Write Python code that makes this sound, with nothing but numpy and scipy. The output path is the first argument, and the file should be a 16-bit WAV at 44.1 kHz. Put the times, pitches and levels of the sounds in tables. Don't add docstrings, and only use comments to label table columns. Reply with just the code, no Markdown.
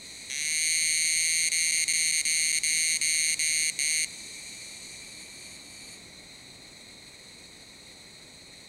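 import sys
import numpy as np
from scipy import signal
from scipy.fft import rfft, irfft
from scipy.io import wavfile
from scipy.ndimage import uniform_filter1d

SR = 44100
rng = np.random.default_rng(int(sys.argv[2]) if len(sys.argv) > 2 else 0)


def voltage_ratio(level):
    return 10 ** (np.asarray(level, float) / 20)


def pcm_store(signal):
    levels = np.round(np.clip(np.atleast_2d(signal), -1, 1) * 32767)
    wavfile.write(sys.argv[1], SR, levels.astype(np.int16).T)


N = 382788
T = np.arange(N) / SR
HZ = np.fft.rfftfreq(N, 1 / SR)

# (first stroke [s], last stroke [s], strokes after the first [count],
# change of stroke rate [share per s])
PHRASES = [
    (.3010, 1.4852, 187, .0365),
    (1.5189, 1.8394, 52, -.052),
    (1.8811, 2.2122, 53, -.058),
    (2.2535, 2.5854, 53, 0),
    (2.6354, 2.9701, 53, -.03),
    (3.0148, 3.3422, 52, -.025),
    (3.3942, 3.6987, 48, -.075),
    (3.7910, 4.0451, 39, -.3),
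]
# (start [s], end [s], level [dB], clear partial [dB])
NEIGHBOUR_PHRASES = [
    (.3, 3.5, -50, -75),
    (4.071, 4.76, -49.5, -55),
    (4.82, 5.25, -48, -55),
    (5.2, 5.55, -47.5, -56.5),
    (5.61, 5.94, -47, -56),
]


def evened(x):
    return x / np.sqrt(np.mean(x ** 2) + 1e-20)


def curve(rows, t=T):
    seconds, *columns = np.transpose(rows)
    return [np.interp(t, seconds, column) for column in columns]


def drift(per_s):
    return evened(irfft(rfft(rng.standard_normal(N)) * np.exp(-(HZ / per_s) ** 2), N))


def coloured(x, points):
    hz, db = np.transpose(points)
    gain_db = np.interp(np.log(HZ + 1), np.log(hz), db)
    return evened(irfft(rfft(x) * voltage_ratio(gain_db), N))


def banded(x, bands):
    power = sum(voltage_ratio(2 * db) / (1 + (2 * (HZ - hz) / width_hz) ** 6) for hz, width_hz, db in bands)
    return evened(irfft(rfft(x) * np.sqrt(power), N))


def clicks(seconds, sizes):
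    at = seconds.ravel()[:, None] * SR
    near = np.floor(at).astype(int) + np.arange(-15, 17)
    shape = np.sinc(near - at) * np.cos(np.pi * (near - at) / 32) ** 2
    pulses = shape * sizes.ravel()[:, None]
    return np.bincount(np.clip(near, 0, N - 1).ravel(), pulses.ravel(), N)


def woods(x, t60):
    taps = np.zeros(SR // 2)
    at = np.arange(200, len(taps) - 20, 20)
    taps[at + rng.integers(0, 20, len(at))] = rng.choice([-1., 1.], len(at))
    taps *= voltage_ratio(-60 * np.arange(len(taps)) / SR / t60)
    return signal.oaconvolve(x, taps / np.linalg.norm(taps))[:N]


def hum():
    # (frequency [Hz], level [dB per Hz])
    hum_colour = [(12, -32), (20, -8), (107, -2.5), (146, -2), (178, -0.5), (295, -2.5), (409, -5.5),
                  (665, -8.5), (1500, -18), (1950, -19.5), (3300, -120)]
    level_db = -55 + .5 * drift(0.36)
    return voltage_ratio(level_db) * coloured(rng.standard_normal(N), hum_colour)


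def far_singers(rates_hz, colour, t60, dry, wander):
    trains = np.zeros(N)
    for rate_hz in rates_hz:
        count = np.cumsum(rate_hz * (1 + wander * drift(3.))) / SR
        at = np.interp(np.arange(1, int(count[-1])), count, T)
        uneven_s = at + 0.0002004 * rng.standard_normal(len(at))
        trains += clicks(uneven_s, voltage_ratio(0.6 * rng.standard_normal(len(at))))
    trains = evened(trains)
    blur = .75 * woods(trains, t60) + .65 * rng.standard_normal(N)
    shimmer = voltage_ratio(.7 * drift(40))
    return banded((blur + dry * trains) * shimmer, colour)


def chorus():
    # (time [s], level [dB])
    chorus_level = [
        (0, -45.5),
        (3., -43.5),
        (5.5, -49),
        (7.5, -49.5),
        (8.68, -50.5),
    ]
    # (centre [Hz], width [Hz], level [dB])
    chorus_colour = [(2194, 594, -6.5), (2850, 1700, -21), (4060, 606, -3), (4115, 170, -1.5),
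                     (4515, 620, -11), (6430, 1320, -13), (8210, 810, -9.5), (9180, 560, -17),
                     (10120, 800, -19), (11800, 2200, -28), (14900, 2500, -34), (5000, 5000, -29.5),
                     (2186, 73, -2.5)]
    singers = far_singers([139.1, 151.3, 158.1, 163.4, 171.9], chorus_colour, 0.4, 0.091, .02)
    return voltage_ratio(curve(chorus_level)[0]) * singers


def phrased(levels_db, swell_db):
    swell_s, release_db_per_s = 0.16, -220
    gains = []
    for (start, end, *_), db in zip(NEIGHBOUR_PHRASES, levels_db):
        swelling_db = swell_db * np.exp(-abs(T - start) / swell_s)
        release_db = release_db_per_s * np.maximum(T - end, 0)
        gains.append((T >= start) * voltage_ratio(db + swelling_db + release_db))
    return np.max(gains, axis=0)


def neighbours():
    # (centre [Hz], width [Hz], level [dB])
    high_colour = [(2330, 350, -8), (2960, 1200, -21), (4460, 340, -2.5), (6690, 700, -6.5),
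                   (8930, 1100, -7), (10900, 1300, -17), (11800, 340, -27), (12800, 900, -44),
                   (7000, 6400, -25.5)]
    # (time [s], level [dB])
    fading_level = [
        (0, -48),
        (1.5, -42),
        (4.07, -45),
        (4.9, -46.5),
        (5.2, -58),
        (5.45, -51.5),
        (6.1, -65.5),
    ]
    # (centre [Hz], width [Hz], level [dB])
    fading_colour = [(2260, 380, 0.5), (2780, 930, -15), (4310, 840, -0.5), (6500, 900, 0.5),
                     (8420, 1100, -0.5), (10100, 2300, -13), (11900, 1200, -23), (14500, 2000, -45),
                     (6000, 4600, -21.5)]
    tone_hz, tone_rise_hz_per_s = 2330, 25
    start, _, level_db, tone_db = np.transpose(NEIGHBOUR_PHRASES)
    high = phrased(level_db, -7) * far_singers([146., 161.], high_colour, 0.23, .3, .01)
    low = voltage_ratio(curve(fading_level)[0]) * far_singers([152., 168.], fading_colour, 0.38, 0.067, .015)
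    phrase_start = start[np.maximum(np.searchsorted(start, T) - 1, 0)]
    hz = tone_hz + tone_rise_hz_per_s * (T - phrase_start)
    tone = np.sin(2 * np.pi * np.cumsum(hz + 3 * drift(30)) / SR) * voltage_ratio(1.5 * drift(20))
    return high + low + np.sqrt(2) * tone * phrased(tone_db, -3)


def strokes(start, end, count, climb, pause):
    cold_share, warm_s, cool_after_s, cool_s = .2, .06, .045, .03
    last_late_s = .0004
    u = np.linspace(0, end - start - last_late_s, 2000)
    cold = cold_share * np.clip((pause - cool_after_s) / cool_s, 0, 1)
    done = u + climb * u ** 2 / 2 - cold * warm_s * (1 - np.exp(-u / warm_s))
    return np.append(start + np.interp(np.arange(count), count * done / done[-1], u), end)


def song():
    skipped = [
        1.716,
        1.930,
        2.117,
        2.522,
    ]
    pauses = [1] + [after[0] - before[1] for before, after in zip(PHRASES, PHRASES[1:])]
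    at = np.concatenate([strokes(*row, pause) for row, pause in zip(PHRASES, pauses)])
    return np.delete(at, np.abs(at[:, None] - skipped).argmin(0))


def effort(t):
    song_db, shy_db, shy_s, tire_db_per_s = -27.2, -2.5, 0.089, -0.02
    loose, tighten_s, tighten_bend, tire_from_s, tire_per_s = 0.65, 0.42, 1.84, 3.1, .06
    u = np.maximum(t - PHRASES[0][0], 0)
    slack = loose * np.maximum(1 - u / tighten_s, 0) ** tighten_bend
    slack = slack + tire_per_s * np.maximum(t - tire_from_s, 0)
    return song_db + shy_db * np.exp(-u / shy_s) + tire_db_per_s * u, slack


def mode(hz, width_hz, db, order=1):
    def side(centre_hz):
        return (1 + 2j * (HZ - centre_hz) / width_hz) ** -order
    return voltage_ratio(db) * (side(hz) - side(-hz)) / 1j


def spot(hz, width_hz, db):
    s, damping = 1j * HZ / hz, width_hz / hz
    return (s * s + damping * voltage_ratio(db) * s + 1) / (s * s + damping * s + 1)


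def spots(rows):
    return np.prod([spot(*row) for row in rows], axis=0)


def rib_clicks():
    rib_ms = [-1.213, -.935, -.564, -.106, .361, .823, 1.278, 1.729, 2.257, 2.721]
    rib_db = [-20, -12, -3, 1.6, -.6, -3.1, -8.1, -19.4, -20.5, -22.1]
    jitter_ms, stroke_spread_db, rib_spread_db, rib_jitter_ms = .07, .35, .35, .003
    at = song()[:, None]
    chance = rng.standard_normal((len(at), 3 + 2 * len(rib_ms)))
    _, slack = effort(at)
    spacing = 1 + .11 * slack ** 2 + .003 * chance[:, 2:3]
    wander = 2.2 * uniform_filter1d(chance[:, :1], 7, axis=0)
    ms = jitter_ms * (chance[::-1, :1] + wander) + spacing * rib_ms
    ms = ms + rib_jitter_ms * (1 + slack) * chance[:, 3::2]
    rib = np.arange(len(rib_ms))
    late = np.maximum(rib - 3, .3 * (3 - rib))
    size_db = stroke_spread_db * chance[:, 1:2] + rib_db + rib_spread_db * chance[:, 4::2]
    size_db = size_db - 12 * slack * late
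    return clicks(at + (ms - .25) / 1000, voltage_ratio(size_db))


def hollow_body():
    # (frequency [Hz], width [Hz], level [dB])
    moving_with = [(9240, 1560, -5.3)]
    # (frequency [Hz], width [Hz], level [dB])
    moving_against = [(2270, 230, -6), (3270, 310, -2), (3920, 220, -6.8), (4320, 560, -4.9),
                      (5880, 1160, -.8), (8530, 520, -1.7)]
    # (frequency [Hz], width [Hz], gain [dB])
    dips_and_lifts = [(1330, 680, -10), (1865, 280, -5), (2120, 720, 3), (2754, 146, 6.5), (5280, 1350, -6),
                      (15100, 1300, -6)]
    # (delay [ms], level [dB])
    bark = [
        (2.898, -23),
        (3.699, -65),
        (4.599, -17),
    ]
    body = sum(mode(*row) for row in moving_with) - sum(mode(*row) for row in moving_against)
    body = body + mode(10660, 7800, -20.5, order=2)
    s = 1j * HZ / 1220
    body *= (s * s / (s * s + np.sqrt(2) * s + 1)) ** 3
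    body *= spots(dips_and_lifts)
    return body * (1 + sum(voltage_ratio(db) * np.exp(-2j * np.pi * HZ * ms / 1000) for ms, db in bark))


def cicada():
    # (frequency [Hz], width [Hz], gain [dB])
    slack_spots = [(9400, 1900, -31), (11600, 11000, -28), (4530, 900, -23), (3160, 920, 2.5)]
    swelling_db, swelling_s = 7, .5
    ringing = rfft(rib_clicks()) * hollow_body()
    level_db, slack = effort(T)
    early = np.exp(-abs(T - PHRASES[0][0]) / swelling_s)
    small = spot(3000, 350, swelling_db) / spot(2780, 230, swelling_db)
    taut = (1 - early) * irfft(ringing, N) + early * irfft(ringing * small, N)
    dull = irfft(ringing * spots(slack_spots), N)
    share = np.clip(slack, 0, 1)
    return voltage_ratio(level_db - 3.0) * ((1 - share) * taut + share * dull) / taut.std()


def scene():
    near = cicada()
    tail = voltage_ratio(-16) * signal.lfilter([.5], [1, -.5], woods(near, .05))
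    return (near + tail + neighbours() + chorus() + hum())[None]


def top_cut(x):
    return signal.sosfilt(signal.butter(12, 16500, fs=SR, output="sos"), x)


def record(dry):
    edge = signal.firwin(1023, 15870, window=("kaiser", 8), fs=SR)
    mix = signal.oaconvolve(dry, edge[None], "same")
    return top_cut(mix)


dry = scene()
out = record(dry)
pcm_store(out)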